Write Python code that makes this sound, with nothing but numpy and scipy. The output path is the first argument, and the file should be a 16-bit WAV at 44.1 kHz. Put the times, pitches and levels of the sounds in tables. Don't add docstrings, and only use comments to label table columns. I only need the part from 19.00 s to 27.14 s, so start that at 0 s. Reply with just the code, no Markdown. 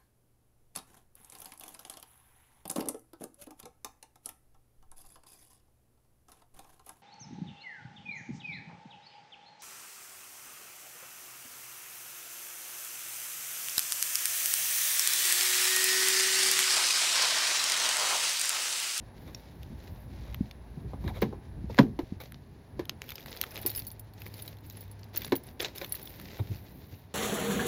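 import sys
import numpy as np
from scipy import signal
from scipy.fft import rfft, irfft, next_fast_len
from scipy.io import wavfile
from scipy.ndimage import map_coordinates

SR = 44100
rng = np.random.default_rng(int(sys.argv[2]) if len(sys.argv) > 2 else 0)


def to_wav(sig):
    pcm = np.clip(np.atleast_2d(sig), -1, 1) * 32767
    pcm = np.round(pcm).astype(np.int16)
    wavfile.write(sys.argv[1], SR, pcm.T)


N = 358974

# time in seconds, level in dB.
GUST_LEVELS = [(0.0, -54), (0.43, -54.5), (1.4, -44), (1.52, -53), (2.27, -38.5), (2.29, -46), (2.43, -53),
               (2.58, -42), (2.97, -51.5), (3.06, -59), (3.13, -53), (3.67, -62.5), (3.78, -53),
               (3.92, -58.5), (7.32, -59), (7.55, -47), (7.59, -54), (8.14, -73)]
TRAFFIC_LEVELS = [(0.0, -60.5), (1.86, -62.5), (2.06, -60.5), (3.54, -66.5), (4.6, -58), (4.83, -64.5),
                  (7.07, -62), (8.14, -66)]

# frequency in Hz, relative level in dB.
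WIND_SPECTRUM = [(15, -53), (25, -23), (38, -10), (52, 5), (66, 7.5), (85, -39), (140, -25), (400, -78)]
RUMBLE_SPECTRUM = [(40, -40), (65, -3), (85, 2.5), (110, -1), (150, -8.5), (230, -16), (600, -94)]
THUD_SPECTRUM = [(82, -20), (140, -2.5), (161, -6.5), (247, -8.5), (322, -13), (414, -15), (600, -51.5),
                 (780, -27), (1320, -120)]
TRAFFIC_SPECTRUM = [(240, -5), (400, -1), (504, 1), (893, 0), (1310, -11.5), (1680, -7.5), (3070, -22),
                    (3930, -25), (6850, -53), (8370, -52), (10400, -15), (12100, -37), (14600, -45),
                    (16000, -24)]
CLOTH_SPECTRUM = [(180, -36), (300, 9.5), (555, 8), (689, 1), (1190, -7.5), (2000, 1.5), (3190, -3.5),
                  (3830, 0.5), (5430, -5), (8360, -13.5), (10600, -30), (14500, -33), (16000, -58)]
SLIDING_SPECTRUM = [(5290, -41), (9000, -17), (10400, -7), (10500, -5), (11000, -3), (12100, -1),
                    (14500, 3), (16000, -8)]
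BRUSH_SPECTRUM = [(290, -41), (500, 8), (1740, -8.5), (2430, -1), (2610, -23), (3860, -2), (5090, -52),
                  (7100, -26), (8330, -28), (12700, -17), (16000, -39)]
SCRAPE_SPECTRUM = [(5290, -67), (9000, -34), (9630, -38), (10300, 15), (10900, -8.5), (12600, 13),
                   (14500, 12.5), (15500, -23), (16000, -14)]
CLACK_SPECTRUM = [(210, -37), (350, -20), (475, -4.5), (624, -13), (985, -13), (1090, -17.5), (1330, -24),
                  (1500, -32), (1950, -71), (3300, -120)]
CRACK_SPECTRUM = [(710, -39), (1200, -18), (1340, -22), (1510, 3), (2230, -0.5), (2380, -4.5), (3050, -5),
                  (3950, -5), (4550, -12), (6300, -16), (8350, -26), (10100, -24), (14400, -15),
                  (15300, -24), (16000, -52)]

# start in seconds, length in seconds, clothes level in dB, keys level in dB.
MOVEMENTS = [(0.149, 0.26, -63, -66), (0.37, 0.51, -64, -71), (0.812, 0.22, -63, -64),
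             (1.05, 0.44, -62.5, -72), (1.63, 0.55, -72, -77), (1.99, 0.27, -59, -66),
             (2.686, 0.15, -56.5, -63), (2.996, 0.079, -62, -74), (3.201, 0.012, -51, -50.5),
             (4.006, 0.22, -56.5, -60), (4.236, 0.33, -54, -55.5), (4.541, 0.23, -54, -55),
             (4.755, .045, -54, -47), (4.825, 0.095, -65, -63), (5.153, 0.37, -59.5, -61),
             (5.345, 0.12, -59, -55), (5.633, 0.079, -62, -58.5), (5.764, 0.061, -58, -59),
             (6.129, .13, -51.5, -55), (6.43, 0.071, -59.5, -60.5), (6.594, .08, -46.5, -57),
             (6.743, 0.14, -54.5, -52.5), (6.893, 0.23, -58, -55), (7.102, 0.27, -54.5, -57.5),
             (7.358, 0.21, -56.5, -58), (7.497, 0.5, -65, -60.5)]
# start in seconds, length in seconds, level in dB.
SCUFFS = [(0.248, 0.07, -53), (1.173, 0.21, -58.5), (2.029, 0.082, -50), (2.07, 0.042, -45),
          (2.129, 0.077, -46), (2.779, 0.0084, -30.5), (3.19, 0.05, -48.5), (4.77, 0.027, -66),
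          (6.593, 0.067, -46.5), (6.646, 0.039, -56), (6.822, 0.036, -46), (7.38, 0.037, -45.5)]
# start in seconds, level in dB, pitch in Hz, brightness in dB,
# T60 (the time to decay by 60 dB) in seconds.
HARD_CONTACTS = [(0.3473, -29, 5560, -21, 0.017), (0.632, -38, 3580, -6, 0.0048),
                 (1.3452, -28, 2100, -4.5, .005), (1.5114, -33.5, 3550, -16, 0.014),
                 (2.7457, -35, 1900, -12, 0.0072), (2.7803, -24, 1610, -25, 0.0086),
                 (2.7875, -8.5, 1600, -35, .018), (3.3217, -37.5, 1640, 0, 0.0045),
                 (3.344, -36, 3560, -27, 0.0088), (3.8543, -39, 3150, -4, .0087),
                 (3.895, -16.5, 3890, -13, 0.008), (4.0188, -21, 4070, -15, 0.0029),
                 (4.0409, -44, 2460, -4, .01), (4.0977, -33, 2650, -4, 0.0079), (4.105, -31, 3870, 0, .006),
                 (4.119, -29.5, 2180, -14, 0.0083), (4.156, -31.5, 5030, -3.5, 0.02),
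                 (4.1813, -33, 2500, -25, 0.0076), (4.2603, -31, 2145, -5, 0.0083),
                 (4.3289, -28, 3680, -18, 0.0029), (4.366, -31.5, 3520, -6, 0.0063),
                 (4.4141, -17, 4070, 1, 0.0055), (4.438, -21.5, 1987, -13, 0.013),
                 (4.558, -28, 3740, -8, 0.0032), (4.6959, -30, 4470, -4, 0.01),
                 (4.75, -31, 5120, -1.5, 0.022), (4.7987, -31.5, 4606, -8, 0.016),
                 (4.821, -37, 4220, -11, .01), (4.9042, -38.5, 4670, -8, .01),
                 (5.265, -32, 2300, -5, 0.0063), (5.6996, -35, 6730, -1, .012),
                 (6.0328, -38, 4460, -31, 0.0071), (6.1673, -25, 3833, -2, .004),
                 (6.2189, -32, 3500, 0, 0.011), (6.2467, -28, 3640, -14, 0.015),
                 (6.3553, -31.5, 3280, 2, 0.017), (6.604, -18.5, 3470, -24, 0.012),
                 (6.6467, -20.5, 3770, -29, 0.019), (6.6551, -29, 3910, -20, .029),
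                 (6.943, -34.5, 1860, -10, 0.013), (7.0738, -31, 3470, -16, 0.015),
                 (7.199, -34.5, 2180, -2, 0.0061)]
# start in seconds, level in dB, pitch in Hz,
# rise length relative to the period.
SOFT_CONTACTS = [(1.407, -21, 205, 0.58), (1.772, -32.5, 154, 0.68), (1.844, -33.5, 112, 0.96),
                 (2.063, -28, 68, 0.47), (2.64, -29, 172, 0.52), (3.033, -32, 72.7, 0.23),
                 (3.122, -26.5, 198, 0.41), (3.163, -38.5, 105, 0.6), (6.323, -38, 117, 0.89),
                 (7.396, -25.5, 101, 1.0), (7.5, -27.5, 96.4, 1.0), (7.922, -38.5, 105.6, 1.0)]
# start in seconds, level in dB, body pitch in Hz, relative clack level in dB,
# relative crack level in dB, factor on the ring time.
DOOR_BLOWS = [(1.934, -35.5, 142, -4.5, -20, 1.0), (2.04, -29, 163, -15.5, -18, 0.86),
              (2.077, -32.5, 160, -4, -1.5, 1.0), (2.226, -19.5, 150, -11.5, -8.5, 1.0),
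              (2.698, -35, 161, -6, -25, 1.0), (2.79, -6, 251, -12.5, -12.5, 0.56),
              (2.83, -30, 235, -12, -32, 0.65)]
TRIM_BLOWS = [(2.22, -16, 459, -14.5, -9.5, 1), (2.327, -34, 414, -8, -31, 1.0),
              (2.99, -21.5, 293, -13.5, -12, 1.0), (3.793, -22.5, 379.3, -14.5, -10, 0.52),
              (4.65, -28, 346, -15, -15.5, 0.72), (6.321, -19.5, 347, -5, -2, 0.45),
              (6.326, -16, 280, -18.5, -16, 0.72), (6.599, -29.5, 483, -32, 1.5, 0.99),
              (6.814, -31.5, 560, -12.5, 3.5, 0.99), (7.394, -36, 329, -9, -27, 0.87)]
# frequency in Hz, relative level in dB, T60 in seconds.
DOOR_MODES = [(86, -13, .2), (135, -10, .22), (172, -8, .16), (215, 1, .18), (273, -1, .17), (305, -8, .13),
              (355, -7, .14), (402, -4, .17), (447, -6, .17), (588, -9, .16), (710, -7, .16),
              (764, -9, .17), (882, -4, .16), (1032, -6, .14)]
TRIM_MODES = [(275.3, 2, 0.093), (357, 7, 0.085), (435, -3.5, 0.14), (527, -2, 0.076), (749, -6, 0.13),
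              (864, -17, 0.048), (1013, 0, 0.17)]
LATCH_MODES = [(1595, -5, 0.047), (1850, -18, 0.15), (1880, 8, 0.027), (2188, -9, 0.033),
               (3770, -35, 0.062), (4050, 9, 0.016)]
# start in seconds, level in dB, most favoured frequency in Hz.
KEY_COLLISIONS = [(2.217, -31.5, 15000), (4.6623, -14, 10500), (4.6724, -21, 14280), (4.7012, -24, 14100),
                  (4.7611, -22, 14600), (4.7754, -23, 13850), (4.7924, -25, 14700), (4.8683, -29.5, 11500),
                  (4.8798, -32, 14400), (4.9155, -33, 13400), (4.9955, -34.5, 11400), (5.4221, -30, 10840),
                  (5.7698, -40, 11130), (5.8082, -34.5, 14700), (5.9145, -37, 10910), (6.1744, -17, 15000),
                  (6.2477, -33, 13200), (6.3629, -23, 14770), (6.6144, -28.5, 10900),
                  (6.9227, -18.5, 11140), (6.9494, -28, 14100), (7.0284, -34, 14400), (7.1581, -45, 12800)]
# frequency in Hz, damping (larger dies sooner), relative level in dB.
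KEY_RESONANCES = [(3750, 130, -15), (4500, 110, -14), (5300, 130, -17), (7840, 60, -13), (9950, 120, -8),
                  (10910, 50, -3), (11120, 50, -3), (11490, 60, -11), (12100, 60, -10), (13200, 70, -10),
                  (13850, 60, -6), (14130, 60, -3), (14390, 80, -9), (15005, 40, 1)]
# frequency in Hz, T60 in seconds.
CABIN_DECAY = [(100, 0.31), (300, 0.31), (1000, 0.16), (4000, 0.076), (15000, 0.067)]


def amp(db):
    return 10 ** (np.asarray(db) / 20)


def unit(x):
    return x / np.sqrt(np.mean(x ** 2) + 1e-20)


def peaked(x):
    return x / (np.abs(x).max() + 1e-20)


def along(points, hz):
    freqs, values = np.transpose(points)
    return np.interp(np.log(hz + 1), np.log(freqs + 1), values)


def curve(points):
    return np.interp(np.arange(N) / SR, *np.transpose(points))


def between(start_s, end_s, fade_s):
    t = np.arange(N) / SR
    return np.clip(np.minimum(t - start_s, end_s - t) / fade_s, 0, 1)


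def wobble(rate_hz):
    knots = rng.standard_normal(int(N * rate_hz / SR) + 4)
    return map_coordinates(knots, [np.arange(N) * rate_hz / SR])


def filtered(x, response):
    size = next_fast_len(len(x) + 8192)
    return irfft(rfft(x, size) * response(np.fft.rfftfreq(size, 1 / SR)), size)[:len(x)]


def noise(spectrum, size=N):
    return unit(filtered(rng.standard_normal(size), lambda hz: amp(along(spectrum, hz))))


def fall(t, t60, attack_s):
    return amp(-60 * t / max(t60, 1e-3)) * (1 - np.exp(-t / attack_s))


def near(hz, centre_hz, octaves):
    return 1 / (1 + (np.log2(hz / centre_hz) / octaves) ** 2)


def add(track, start_s, sound):
    part = track[max(round(start_s * SR), 0):][:len(sound)]
    part += sound[:len(part)]


def buffeting():
    gust_db = curve(GUST_LEVELS)
    wind = amp(gust_db + 0.68 * wobble(9.6)) * noise(WIND_SPECTRUM)
    rumble = np.hypot(amp(gust_db + 0.5), amp(-56)) * amp(0.8 * wobble(17)) * noise(RUMBLE_SPECTRUM)
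    handling = np.hypot(amp(gust_db - 6.5), amp(-56.5)) * amp(3.2 * wobble(14)) * noise(THUD_SPECTRUM)
    return wind + rumble + handling


def traffic():
    return amp(curve(TRAFFIC_LEVELS) + 2.5 + 0.78 * wobble(3.66)) * noise(TRAFFIC_SPECTRUM)


def thin_hiss(centre_hz=10120, end_s=4.05):
    band = unit(filtered(rng.standard_normal(N), lambda hz: near(hz + 1, centre_hz, 0.0063)))
    return amp(-84) * band * between(-1, end_s, 0.13)


def movement_gains(rise_share=0.12, settle_t60=0.28):
    t = np.arange(N) / SR
    power = np.zeros((2, N)) + amp([[-66], [-76.5]]) ** 2
    for start, length, clothes_db, keys_db in MOVEMENTS:
        rise = np.clip((t - start) / (rise_share * length), 0, 1)
        settle = amp(-60 * np.clip((t - start - length) / settle_t60, 0, 2))
        power += (amp([[clothes_db], [keys_db]]) * rise * settle) ** 2
    return np.sqrt(power)


def rustle(clothes_gain, catch_from_db=-69, catch_range_db=11):
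    slips = (rng.random(N) < 200 / SR) * amp(3.4 * np.minimum(rng.exponential(size=N), 3))
    puffs = signal.fftconvolve(slips, fall(np.arange(SR // 20) / SR, 0.012, 0.000074))[:N]
    rub_db = 20 * np.log10(clothes_gain) + 1.73 * wobble(25)
    grip = np.clip((rub_db - catch_from_db) / catch_range_db, 0, 1)
    whisper = unit(noise(CLOTH_SPECTRUM) * amp(0.79 * wobble(60)))
    catching = grip * unit(puffs * noise(CLOTH_SPECTRUM))
    return amp(rub_db) * (amp(-2.5) * whisper + amp(-2) * catching)


def sliding_keys(keys_gain):
    return keys_gain * noise(SLIDING_SPECTRUM) * amp(-3.5 + 2.2 * wobble(160))


def scuffs():
    out = np.zeros(N)
    for start, length, db in SCUFFS:
        stroke = np.hanning(int(length * SR))
        add(out, start, amp(db) * stroke * noise(BRUSH_SPECTRUM, len(stroke)))
    return out


def click(t, pitch_hz, bright_db, t60):
    hz = np.geomspace(700, 7500, num=16)[:, None] * np.exp(0.05 * rng.standard_normal((16, 1)))
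    partials = near(hz, pitch_hz, 0.97) * np.sin(2 * np.pi * (hz * t + rng.random(hz.shape)))
    decay = fall(t, t60, 0.0001)
    snap = peaked(peaked(partials.sum(0) * decay) + 0.77 * np.sin(2 * np.pi * pitch_hz * t) * decay)
    tick = peaked(noise(SCRAPE_SPECTRUM, len(t)) * fall(t, 0.72 * t60, 0.0001))
    return snap + amp(bright_db + 2) * tick


def clicks():
    out, t = np.zeros(N), np.arange(SR // 8) / SR
    for start, db, pitch_hz, bright_db, t60 in HARD_CONTACTS:
        add(out, start, amp(db) * click(t, pitch_hz, bright_db, t60))
    return out


def thumps():
    out, t = np.zeros(N), np.arange(SR // 4) / SR
    for start, db, pitch_hz, rise in SOFT_CONTACTS:
        progress = t * pitch_hz / (1.4 * rise)
        swell = (progress * np.exp(1 - progress)) ** 2
        swing = np.sin(2 * np.pi * pitch_hz * t) + amp(-14.5) * noise(THUD_SPECTRUM, len(t))
        add(out, start, amp(db + 1.5) * swing * swell)
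    return out


def modes(table, t):
    return sum((-1) ** k * amp(db + rng.normal(0, 1)) * np.sin(2 * np.pi * hz * t) * fall(t, t60, 0.00066)
               for k, (hz, db, t60) in enumerate(table))


def blows(events, panel_modes, spot_db, spot_t60):
    out, t = np.zeros(N), np.arange(SR // 2) / SR
    for start, db, pitch_hz, clack_db, crack_db, ring_factor in events:
        excited = [(hz, level + 20 * np.log10(near(hz, pitch_hz, 0.56)), t60 * ring_factor)
                   for hz, level, t60 in panel_modes]
        spot = np.sin(2 * np.pi * pitch_hz * t) * fall(t, spot_t60 * ring_factor, 0.0035)
        body = peaked(peaked(modes(excited, t)) + amp(spot_db) * peaked(spot))
        clack = amp(clack_db + 1) * noise(CLACK_SPECTRUM, len(t)) * fall(t, 0.081, 0.00028)
        crack_decay = fall(t, 0.016, 0.0013) + amp(-16) * fall(t, 0.12, 0.0031)
        crack = amp(crack_db + 0.5) * noise(CRACK_SPECTRUM, len(t)) * crack_decay
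        rattle = amp(-27) * noise(CLOTH_SPECTRUM, len(t)) * fall(t, 0.066, 0.0021)
        add(out, start, amp(db) * (body + clack + crack + rattle))
    return out


def door(boom_db=-9.5, boom_t60=0.25):
    out = blows(DOOR_BLOWS, DOOR_MODES, spot_db=-8, spot_t60=0.036)
    t = np.arange(SR // 2) / SR
    for start, db, *_ in DOOR_BLOWS:
        add(out, start, amp(db + boom_db) * noise(THUD_SPECTRUM, len(t)) * fall(t, boom_t60, 0.0097))
    return out


def squeak(start_s=2.088, length_s=0.04, pitch_hz=820, db=-41):
    out, stroke = np.zeros(N), np.hanning(int(length_s * SR))
    cycles = np.cumsum(pitch_hz * (1 + 0.094 * wobble(360)[:len(stroke)])) / SR
    add(out, start_s, amp(db) * stroke * np.sin(2 * np.pi * cycles))
    return out


def clink(t, ring_hz, chatter_t60):
    ring = np.zeros(len(t))
    for hz, damping, db in KEY_RESONANCES:
        size, detune, phase = rng.standard_normal(3)
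        strength = amp(db + 2.9 * size) * (0.27 + near(hz, ring_hz, 0.0091))
        decay = np.exp(-t * (130 + 2.4 * damping)) + amp(-24) * fall(t, 0.13, 0.0019)
        ring += strength * np.sin(2 * np.pi * hz * (1 + 0.0039 * detune) * t + np.pi * phase) * decay
    rebounds = rng.random(len(t)) < 700 / SR
    impulses = rebounds * 0.5 * rng.standard_normal(len(t)) * fall(t, chatter_t60, 0.0002)
    impulses[0] = 1
    chatter = peaked(signal.fftconvolve(ring, impulses)[:len(t)])
    scrape = noise(SCRAPE_SPECTRUM, len(t)) * fall(t, chatter_t60, 0.0001)
    return peaked(chatter + amp(-24.5) * scrape)


def key_clinks():
    out, t = np.zeros(N), np.arange(SR // 8) / SR
    for start, db, ring_hz in KEY_COLLISIONS:
        keys = clink(t, ring_hz, chatter_t60=0.04)
        key_ring = amp(-16.5) * click(t, pitch_hz=4470, bright_db=-15, t60=0.019)
        add(out, start, amp(db) * (keys + key_ring))
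    return out


def trim():
    return blows(TRIM_BLOWS, TRIM_MODES, spot_db=-6.5, spot_t60=0.076)


def latch(start_s=2.789, peak_db=-17.5):
    out, t = np.zeros(N), np.arange(SR // 4) / SR
    add(out, start_s, amp(peak_db) * peaked(modes(LATCH_MODES, t)))
    return out


def climbing_ticks(clothes_gain, start_s=4.03, end_s=7.05, count=60):
    out, t = np.zeros(N), np.arange(SR // 8) / SR
    effort = np.cumsum(clothes_gain * between(start_s, end_s, 0.01))
    onsets = np.searchsorted(effort, effort[-1] * rng.random(count))
    for onset, (softness, detune) in zip(onsets, rng.standard_normal((count, 2))):
        strength = clothes_gain[onset] * amp(16 - 5 * min(softness, 1))
        tick = click(t, pitch_hz=3670 * np.exp(0.28 * detune), bright_db=-3.5, t60=0.02)
        add(out, onset / SR, strength * tick)
    return out


def loose_keys(keys_gain, start_s=4.2, end_s=7.3, count=80):
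    touches, t = np.zeros(N), np.arange(SR // 8) / SR
    for when, size, pick in rng.random((count, 3)):
        ring_hz = KEY_RESONANCES[int(pick * len(KEY_RESONANCES))][0]
        touch = amp(13 * size) * clink(t, ring_hz, chatter_t60=0.025)
        add(touches, start_s + when * (end_s - start_s), touch)
    return keys_gain * amp(-6) * unit(touches)


def engine_hum(start_s=4.5, end_s=6.3, pitch_hz=101.8, db=-47.5):
    gain = amp(db + 0.67 * wobble(14)) * between(start_s, end_s, 0.13)
    cycles = np.cumsum(pitch_hz + 2.46 * wobble(14)) / SR
    return gain * np.sin(2 * np.pi * cycles)


def cabin(x):
    hz, t, spectra = signal.stft(rng.standard_normal(SR // 2), SR, nperseg=256)
    decay = amp(-60 * t / along(CABIN_DECAY, hz)[:, None])
    _, tail = signal.istft(spectra * decay, SR, nperseg=256)
    return signal.fftconvolve(x, tail / np.linalg.norm(tail))[:N]


def scene():
    clothes_gain, keys_gain = movement_gains()
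    background = buffeting() + traffic() + thin_hiss() + engine_hum()
    friction = rustle(clothes_gain) + scuffs() + squeak()
    contacts = clicks() + thumps() + door() + trim() + latch() + climbing_ticks(clothes_gain)
    contacts += sliding_keys(keys_gain) + key_clinks() + loose_keys(keys_gain)
    return (background + friction + contacts + amp(-19) * cabin(contacts))[None]


def record(dry, notch_hz=8170, top_hz=16000):
    port = lambda hz: amp(-14 * near(hz + 1, notch_hz, 0.084))
    band_limit = lambda hz: 1 / np.sqrt(1 + (hz / top_hz) ** 160)
    return filtered(dry[0], lambda hz: port(hz) * band_limit(hz))[None]


dry = scene()
out = record(dry)
to_wav(out)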